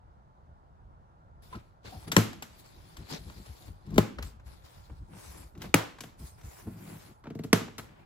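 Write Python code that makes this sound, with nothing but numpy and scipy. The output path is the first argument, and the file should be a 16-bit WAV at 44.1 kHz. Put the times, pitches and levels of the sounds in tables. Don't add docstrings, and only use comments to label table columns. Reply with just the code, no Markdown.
import sys
import numpy as np
from scipy import signal
from scipy.fft import rfft, irfft, next_fast_len
from scipy.io import wavfile
from scipy.ndimage import uniform_filter1d, map_coordinates

SR = 44100
rng = np.random.default_rng(int(sys.argv[2]) if len(sys.argv) > 2 else 0)


def store_wav(level_fs):
    pcm = np.round(np.clip(np.atleast_2d(level_fs), -1, 1) * 32767)
    wavfile.write(sys.argv[1], SR, pcm.T.astype(np.int16))


N = 355005

# (time [s], crack level [dB], crack t60 [s], tilt [dB per octave], thump level [dB],
# boom level [dB], contact [s], return time of the jolt from the box's edge [s], left over right [dB])
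STRAP_CUTS = [(2.165, -1.5, 0.016, 4.5, -9.5, -10.5, 0.00084, 0.0054, 6),
              (3.98, -10.5, 0.022, 2.5, -5, -13, 0.0005, 0.0048, 6.5),
              (5.741, 2, 0.012, 2, -12, -14.5, 0.0039, .0037, 3.5),
              (7.529, -4, 0.017, 3.5, -6.5, -15, 0.0045, .0045, -2)]
# (time [s], level [dB], t60 [s], tilt [dB per octave], left over right [dB])
STRAP_WHIPS = [(2.1716, -24.5, 0.0058, -2.5, -7), (3.9794, -18, 0.006, 9, -6.5),
               (3.9885, -23, 0.0077, 1, -5), (5.7448, -8.5, 0.0065, -1.5, 10.5),
               (7.5328, -18.5, 0.0057, -10.5, 14.5)]
# (time [s], level [dB], knock on the box [dB], tilt [dB per octave])
STRAP_TICKS = [(1.553, -42, -42, 2), (1.846, -45, -47, -7), (2.076, -52, -32, -5), (2.116, -19.5, -39, 4.5),
               (2.123, -31, -28, 8), (2.179, -24.5, -12, -2), (2.329, -38, -57, 3.5), (2.422, -30, -43, 5),
               (2.658, -50, -66, 5.5), (2.967, -40, -51, 6), (3.104, -48, -35, 8), (3.124, -44, -30, 8),
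               (3.297, -41.5, -46, 2), (3.46, -46, -50.5, 5), (3.679, -52.5, -45.5, 2.5),
               (3.864, -55, -48, 5), (3.904, -52, -50, 7), (3.918, -57, -37, -7), (3.941, -46, -49, 7),
               (3.957, -42, -24, 6), (4.184, -30.5, -33.5, -0.4), (4.224, -32.5, -48.5, 5),
               (4.396, -52, -74.5, 1), (4.896, -45.5, -47, -3), (5.132, -49, -61, -2),
               (5.165, -48, -57.5, -3), (5.55, -51, -54, 2.5), (5.575, -52.5, -51, 9),
               (5.617, -33.5, -44.5, 7.5), (5.641, -40.5, -36, -5), (5.984, -41, -68, 2.2),
               (6.005, -32, -38.5, 8), (6.035, -37, -39.5, 4), (6.199, -60, -41.5, -6),
               (6.411, -51.5, -55.5, 5), (6.666, -60.5, -31, -11), (7.238, -44.5, -42.5, -0.1),
               (7.254, -40, -44.5, -4), (7.268, -38.5, -31, -2), (7.301, -44, -28.5, 1.2),
               (7.349, -49, -27.5, 6), (7.389, -42, -23.5, 2.5), (7.435, -40, -32, 6),
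               (7.442, -42, -27.5, 4.5), (7.611, -40, -29, -3), (7.679, -39.5, -40, -2),
               (7.78, -32.5, -36, 7), (7.787, -33.5, -44, -0.5), (7.794, -39, -49, 4)]
# (time [s], pitch [Hz], level [dB], t60 [s])
HOLLOW_POPS = [(1.527, 1020, -25, 0.055), (1.548, 1304, -27, 0.042), (1.922, 760, -32, 0.082),
               (1.945, 744, -36, 0.08), (2.025, 870, -38.5, 0.048), (3.6, 738, -49.5, 0.1),
               (3.63, 697, -52.5, 0.11)]
# (frequency [Hz], level [dB], t60 [s])
BOX_MODES = [(109.6, 1.5, 0.23), (159.9, 4.5, 0.15), (194, 3, 0.11), (239, -2, 0.057), (285.4, -3, 0.1),
             (338.7, -1.5, 0.15), (398, -18.5, 0.037), (520, -8.5, 0.043), (670, -5, 0.043),
             (750, -5, 0.02), (828, -7.5, 0.079), (1065, 0.5, 0.06), (1340, 1, .05)]
# (frequency [Hz], level [dB])
CRACK_COLOUR = [(240, -54.5), (400, 8.5), (1390, 6.5), (2810, -3.5), (7640, -16), (9070, -25),
                (12000, -19.5), (15400, -32), (16700, -53.5)]
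# (frequency [Hz], level [dB])
WHIP_COLOUR = [(2000, -40), (5000, -14), (7500, -5), (11000, 0), (16000, -3)]
# (frequency [Hz], level [dB])
THUMP_COLOUR = [(40, -54.5), (90, -21.5), (160, -3.5), (300, 4.5), (700, -12.5), (1500, -23.5), (4000, -47)]
# (start of full strength [s], hold [s], rise [s], fall [s],
# cloth swish [dB], strap scrape [dB], drag on the card [dB])
HAND_SLIDES = [(1.424, 0.046, 0.0079, .3, -65, -67, -70.5), (1.53, .01, .06, .2, -68, -62.5, -58),
               (1.858, 0.021, 0.031, 0.096, -63, -53.5, -54),
               (1.902, 0.15, 0.031, .05, -60.5, -61.5, -63.5), (2.08, .005, .02, 0.042, -52.5, -52, -51),
               (2.5, 0.46, .05, 0.043, -68, -66, -67.5), (2.598, .01, 0.077, 0.077, -61, -66, -75),
               (2.966, 0.15, .02, .05, -69, -63.5, -64), (3.105, 0.013, 0.059, .02, -48, -47, -50.5),
               (3.124, 0.0055, 0.011, .015, -58, -39, -52), (3.136, 0.0092, .015, 0.096, -55, -44.5, -48),
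               (3.193, 0.48, .03, 0.19, -62.5, -63, -66), (3.964, 0.025, 0.25, .03, -68, -62, -62),
               (4.247, 0.028, 0.045, 0.096, -56, -58, -65.5), (4.47, 0.022, 0.037, 0.32, -63, -63.5, -63.5),
               (4.652, 0.096, 0.14, 0.6, -65, -65, -66.5), (5.131, 0.035, 0.061, 0.027, -78, -81, -63.5),
               (5.18, 0.24, .13, 0.16, -54.5, -62.5, -60), (5.614, 0.044, 0.033, 0.12, -66, -58, -55),
               (6.057, .01, .03, 0.21, -79.5, -71.5, -65), (6.196, 0.08, 0.029, 0.21, -56, -65.5, -66.5),
               (6.385, 0.033, 0.043, .03, -64.5, -74.5, -66.5),
               (6.437, 0.15, .03, 0.31, -56.5, -69.5, -63.5), (6.59, 0.035, 0.12, 0.19, -63, -80, -63.5),
               (6.892, .08, 0.64, 0.28, -57.5, -67, -59.5), (7.0, .1, .05, .09, -65.5, -65.5, -65),
               (7.834, 0.0091, .03, 0.065, -64, -75, -58), (7.86, 0.18, 0.026, 0.047, -79.5, -83, -66.5)]
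# (frequency [Hz], level [dB])
CLOTH_COLOUR = [(2940, -40), (5000, -10.5), (11700, -4.5), (13300, -9.5), (15200, -8.5), (16500, -28)]
# (frequency [Hz], level [dB])
SCRAPE_COLOUR = [(1500, -40), (2800, -13), (3500, -4), (4600, -3), (5800, -11.5), (8000, -16),
                 (12000, -80.5)]
# (frequency [Hz], level [dB])
CARD_COLOUR = [(180, -26.5), (300, -1), (562, -7), (1010, -8), (1240, -11), (2350, -12.5), (4000, -24),
               (5200, -28.5), (8800, -120)]
# (frequency [Hz], likeness [clipped to -1..1])
RUB_LIKENESS = [(60, 0.17), (240, -1.2), (950, 0.18), (3770, 0.22), (15000, -0.77)]
# (time [s], hold [s], deep give [dB], drumming [dB])
HAND_PUSHES = [(1.561, .01, -41.5, -42.5), (1.871, 0.018, -50, -48.5), (1.925, .03, -49, -51),
               (1.972, 0.0091, -46, -51), (2.07, 0.04, -55, -41.5), (2.617, 0.0092, -73, -58.5),
               (2.704, .25, -76, -62.5), (2.991, 0.044, -42.5, -46.5), (3.123, 0.013, -55, -42),
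               (3.202, .01, -40.5, -55), (3.277, 0.012, -34, -50), (3.372, .04, -47, -47),
               (3.493, 0.012, -36.5, -70), (3.61, .01, -61, -59), (3.683, 0.028, -44, -52.5),
               (3.876, .04, -52, -47), (3.929, 0.069, -34, -33), (4.195, .08, -39, -60),
               (4.324, .05, -48, -70), (4.467, 0.023, -49, -65), (4.639, .01, -51, -75),
               (4.917, 0.0081, -38, -46), (5.015, 0.023, -38, -58), (5.096, 0.084, -54, -51),
               (5.276, 0.039, -42.5, -62), (5.356, 0.11, -46.5, -56), (5.57, 0.12, -57, -44),
               (6.061, .01, -69, -54), (6.207, 0.038, -39, -51), (6.446, 0.023, -38, -59),
               (6.676, 0.0084, -72.5, -35), (6.726, 0.25, -57, -46.5), (7.063, .05, -68, -51),
               (7.83, 0.036, -73, -53), (7.9, .02, -62, -52.5), (7.992, .03, -70, -60)]
# (time [s], left ahead of right [ms], left over right [dB])
HAND_PLACE = [(1.4, 0.24, 2.5), (3.9, 0.25, 3.5), (4.7, 0.097, 3.5), (5.7, .05, 1), (6.7, -0.027, 1.2),
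              (7.5, -0.086, 2.5)]
# (frequency [Hz], t60 [s])
WALL_FADING = [(60, .5), (160, 0.77), (420, .3), (1100, 0.37), (2900, 0.42), (7700, 0.33), (15000, 0.24)]
# (frequency [Hz], level [dB])
WALL_COLOUR = [(60, -17), (300, 5.5), (1500, -1.5), (5000, 0), (15000, 5)]
# (frequency [Hz], likeness [clipped to 0..1])
WALL_LIKENESS = [(60, 1), (250, 0.23), (700, 0.067), (3000, 0.3)]
# (frequency [Hz], level [dB])
HUM_COLOUR = [(15, -35.5), (25, 1), (70, 0), (123, -6), (270, -22), (516, -23), (560, -21), (911, -17.5),
              (1260, -25.5), (1370, -26), (2410, -45.5), (3430, -46), (12200, -60), (16000, -72)]
# (frequency [Hz], likeness [clipped to -1..1])
HUM_LIKENESS = [(60, 0.69), (240, 0.68), (950, 0.75), (3800, .15)]
# (frequency [Hz], level around which it wavers [dB])
HUM_WHINES = [(1373, -80)]
# (centre [Hz], width [Hz], depth [dB])
TREBLE_DIPS = [(9220, 770, -15.5), (12900, 1100, -21.5)]

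SPREAD_S = 0.008
CUT_ROOM_DB = -5.5
TICK_T60_S, TICK_PAN_DB, PAN_PER_TILT = 0.038, 2, 0.4
PUSH_RISE_S, PUSH_FALL_S = 0.046, 0.053
SPAN_DB = 30
HUM_DB, HUM_LAG = -54, 20
TOP_HZ = 16800


def straps():
    direct, sends = np.zeros((2, N)), np.zeros((4, N))
    for source in (cuts, whips, ticks, pops):
        source(direct, sends)
    room = sum(walls(send) for send in sends)
    return direct, room


def cuts(direct, sends):
    for k, (s, crack_db, t60, tilt_db, thump_db, boom_db, contact_s, trip_s, pan_db) in enumerate(STRAP_CUTS):
        rasp, click = burst(crackle(tilt_db), crack_db, t60, rise_s=0.0013)
        jolt = thump(thump_db, SPREAD_S, trip_s, keep=0.49, soft_hz=2500)
        ring = boom(boom_db, contact_s, 0.97, SPREAD_S)
        body = (jolt + ring) * sides(0.55 * pan_db)
        add(direct, rasp * sides(pan_db) + body, s)
        add(sends[k], amp(CUT_ROOM_DB) * (click + 0.34 * jolt + 0.2 * ring), s)


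def whips(direct, sends):
    for k, (s, db, t60, tilt_db, pan_db) in enumerate(STRAP_WHIPS):
        colour = lambda hz: amp(along(WHIP_COLOUR, hz) + tilt_db * np.log2(hz / 10000 + 0.05))
        rasp, click = burst(colour, db, t60, rise_s=0.00014)
        add(direct, rasp * sides(pan_db), s)
        add(sends[k % len(sends)], amp(-15.5) * click, s)


def ticks(direct, sends):
    for k, (s, db, knock_db, tilt_db) in enumerate(STRAP_TICKS):
        pan_db = TICK_PAN_DB + PAN_PER_TILT * tilt_db
        rasp, click = burst(crackle(tilt_db), db, TICK_T60_S, rise_s=0.0022)
        jolt = thump(knock_db, 0.016, 0.0045, keep=0.6, soft_hz=330)
        knock = 0.7 * jolt + 0.7 * boom(knock_db, 0.0035, 1.3, 0.012)
        add(direct, rasp * sides(pan_db) + knock * sides(0.47 * pan_db), s)
        add(sends[k % len(sends)], amp(-5) * (click + 0.62 * knock), s)


def pops(direct, sends):
    t = np.arange(SR // 4) / SR
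    for k, (s, hz, db, t60) in enumerate(HOLLOW_POPS):
        waver = 6 * uniform_filter1d(rng.standard_normal(len(t)), size=120)
        shape = amp(db - 60 * t / t60) * (1 - np.exp(-t / 0.0092))
        pop = shape * np.sin(2 * np.pi * hz * t + waver)
        add(direct, pop, s)
        add(sends[k % len(sends)], amp(-12.5) * pop, s)


def burst(colour, db, t60, rise_s):
    t = np.arange(SR // 4) / SR
    shape = amp(db + 0.5 - 60 * t / max(t60, 0.002)) * (1 - np.exp(-(t / rise_s) ** 2))
    rasp = shape * filtered(rng.standard_normal(len(t)), colour)
    click = filtered(1.0 * (np.arange(len(t)) == 128), colour)
    return [v * np.linalg.norm(shape) / np.linalg.norm(v) for v in (rasp, click)]


def crackle(tilt_db):
    return lambda hz: amp(along(CRACK_COLOUR, hz) + tilt_db * np.log2(hz / 3000 + 0.035))


def thump(db, spread_s, trip_s, keep, soft_hz):
    late = lambda hz: np.exp(-4j * np.pi * spread_s * np.sqrt(100 * hz))
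    again = lambda hz: 1 / (1 - np.clip(keep, 0, 0.85) * np.exp(-2j * np.pi * hz * trip_s))
    colour = lambda hz: amp(along(THUMP_COLOUR, hz)) / (1 + (hz / soft_hz) ** 2)
    impulse = 1.0 * (np.arange(SR // 4) == 0)
    sweep = filtered(impulse, lambda hz: colour(hz) * late(hz) * again(hz))
    return amp(db) * sweep / np.abs(sweep).max()


def boom(db, contact_s, damping, spread_s):
    hz, level, t60 = np.transpose(BOX_MODES)[:, :, None]
    t = np.maximum(np.arange(SR // 4) / SR - spread_s * np.sqrt(100 / hz), 0)
    scatter_db = 2 * rng.standard_normal(hz.shape)
    level = level + scatter_db - 10 * np.log10(1 + (hz * contact_s) ** 4)
    sign = (-1) ** np.arange(len(BOX_MODES))[:, None]
    modes = sign * amp(level - 60 * t * damping / t60) * np.sin(2 * np.pi * hz * t)
    ring = modes.sum(axis=0)
    return amp(db) * ring / np.abs(ring).max()


def rubbing():
    s, hold_s, rise_s, fall_s, *levels_db = np.transpose(HAND_SLIDES)
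    swishing, scraping, dragging = gestures(s, hold_s, rise_s, fall_s, levels_db)
    flutter_db = 1.2 * wobble(50)
    swish = unit(amp(flutter_db + 0.82 * wobble(1400)) * rush(CLOTH_COLOUR, RUB_LIKENESS, patchy_db=-3.5))
    scrape = unit(amp(flutter_db + 2.2 * wobble(440)) * rush(SCRAPE_COLOUR, RUB_LIKENESS, patchy_db=2.5))
    drag = amp(flutter_db + 1.3 * wobble(200)) * rush(CARD_COLOUR, RUB_LIKENESS, patchy_db=-0.5)
    drag /= np.std(filtered(drag[0], lambda hz: (hz > 1100) & (hz < 3000)))
    return swishing * swish + scraping * scrape + dragging * drag


def leaning():
    s, hold_s, *levels_db = np.transpose(HAND_PUSHES)
    giving, drumming = gestures(s, hold_s, PUSH_RISE_S, PUSH_FALL_S, levels_db)
    pushes = amp(3 * wobble(30)) * rng.standard_normal((2, N))
    drum = filtered(pushes[0], lambda hz: box_response(hz) / (1 + (hz / 300) ** 2))
    give = filtered(pushes[1], lambda hz: (1j * hz * 35 / (60 ** 2 - hz * hz + 1j * hz * 35)) ** 2)
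    return drumming * unit(drum) + giving * unit(give)


def box_response(hz):
    total = 0
    for centre, db, t60 in BOX_MODES:
        loss = 1j * hz * 2.2 / t60
        total = total + amp(db) * loss / (centre * centre - hz * hz + loss) * np.sqrt(t60)
    return total


def gestures(s, hold_s, rise_s, fall_s, levels_db):
    t = np.arange(0, N / SR, 0.002)
    early = np.maximum(s[:, None] - t, 0)
    late = np.maximum(t - (s + np.abs(hold_s))[:, None], 0)
    shape = amp(-SPAN_DB * (early / np.reshape(rise_s, (-1, 1)) + late / np.reshape(fall_s, (-1, 1))))
    return [np.interp(np.arange(N) / SR, t, np.sqrt(amp(db) ** 2 @ shape ** 2)) for db in levels_db]


def delayed(pair):
    shift = curves(HAND_PLACE)[0] * SR / 2000
    moved = zip(pair, (shift, -shift))
    return np.array([map_coordinates(c, [np.arange(N) + d], mode="nearest") for c, d in moved])


def walls(x):
    hz, t, z = signal.stft(rng.standard_normal((2, SR // 2)), SR, nperseg=256)
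    turn = np.arccos(np.clip(along(WALL_LIKENESS, hz), 0, 1))[:, None] / 2
    mid, side = z[0] * np.cos(turn), z[1] * np.sin(turn)
    near_db = -60 * t / along(WALL_FADING, hz)[:, None]
    far_db = -22 + near_db / 2.5
    fade = amp(along(WALL_COLOUR, hz)[:, None]) * np.hypot(amp(near_db), amp(far_db))
    tail = signal.istft(np.array([mid + side, mid - side]) * fade, SR, nperseg=256)[1]
    late = np.pad(x, (140, 0))[None]
    return signal.oaconvolve(late, tail / np.linalg.norm(tail[0]), axes=1)[:, :N]


def hum():
    air = rush(HUM_COLOUR, HUM_LIKENESS, patchy_db=1.0)
    rumble = filtered(air, lambda hz: 1 / (1 + (hz / 150) ** 4))
    left, right = amp(HUM_DB) * (air + rumble * (amp(3 * wobble(9)) - 1))
    whines = np.zeros(N)
    for hz, db in HUM_WHINES:
        strength = np.sqrt(2) * amp(db + 3.7 * wobble(3.2))
        whines += strength * np.sin(2 * np.pi * hz * np.arange(N) / SR)
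    return np.array([amp(-0.5) * np.roll(left + whines, HUM_LAG), right + whines])


def rush(spectrum, alike, patchy_db):
    z = signal.stft(rng.standard_normal((2, N)), nperseg=512)[2]
    field = uniform_filter1d(rng.standard_normal(z.shape[1:]), size=6, axis=0)
    field = uniform_filter1d(field, size=8, axis=1)
    pair = signal.istft(z * amp(patchy_db * unit(field)), nperseg=512)[1][:, :N]
    turn = lambda hz: np.arccos(np.clip(along(alike, hz), -1, 1)) / 2
    mid, side = filtered(pair, lambda hz: amp(along(spectrum, hz)) * [np.cos(turn(hz)), np.sin(turn(hz))])
    return unit(np.array([mid + side, mid - side]))


def wobble(rate):
    return map_coordinates(rng.standard_normal(int(N * rate / SR) + 4), [np.arange(N) * rate / SR])


def filtered(x, response):
    n = x.shape[-1]
    m = next_fast_len(n + 8192)
    return irfft(rfft(x, m) * response(np.fft.rfftfreq(m, 1 / SR)), m)[..., :n]


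def along(points, hz):
    f, v = np.transpose(points)
    return np.interp(np.log(hz + 1), np.log(f + 1), v)


def curves(rows):
    s, *cols = np.transpose(rows)
    return [np.interp(np.arange(N) / SR, s, c) for c in cols]


def add(into, sound, s):
    part = into[..., round(s * SR):][..., :sound.shape[-1]]
    part += sound[..., :part.shape[-1]]


def sides(pan_db):
    return amp([[pan_db / 2], [-pan_db / 2]])


def amp(db):
    return 10 ** (np.asarray(db) / 20)


def unit(x):
    return x / np.sqrt(np.mean(x ** 2) + 1e-20)


def scene():
    direct, room = straps()
    pan_db = curves(HAND_PLACE)[1]
    hands = (leaning() + rubbing()) * amp([pan_db / 2, -pan_db / 2])
    return delayed(direct + hands) + room + hum()


def record(dry):
    dips = lambda hz: amp(sum(db * np.exp(-((hz - c) / w * 2) ** 4) for c, w, db in TREBLE_DIPS))
    low_cut = lambda hz: (1j * hz / (35 + 1j * hz)) ** 2
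    x = filtered(dry, lambda hz: dips(hz) * low_cut(hz))
    x = x / (1 + np.abs(x / 0.8) ** 6) ** (1 / 6)
    return filtered(x, lambda hz: np.clip((TOP_HZ - hz) / 500, 0, 1) ** 2)


dry = scene()
out = record(dry)
store_wav(out)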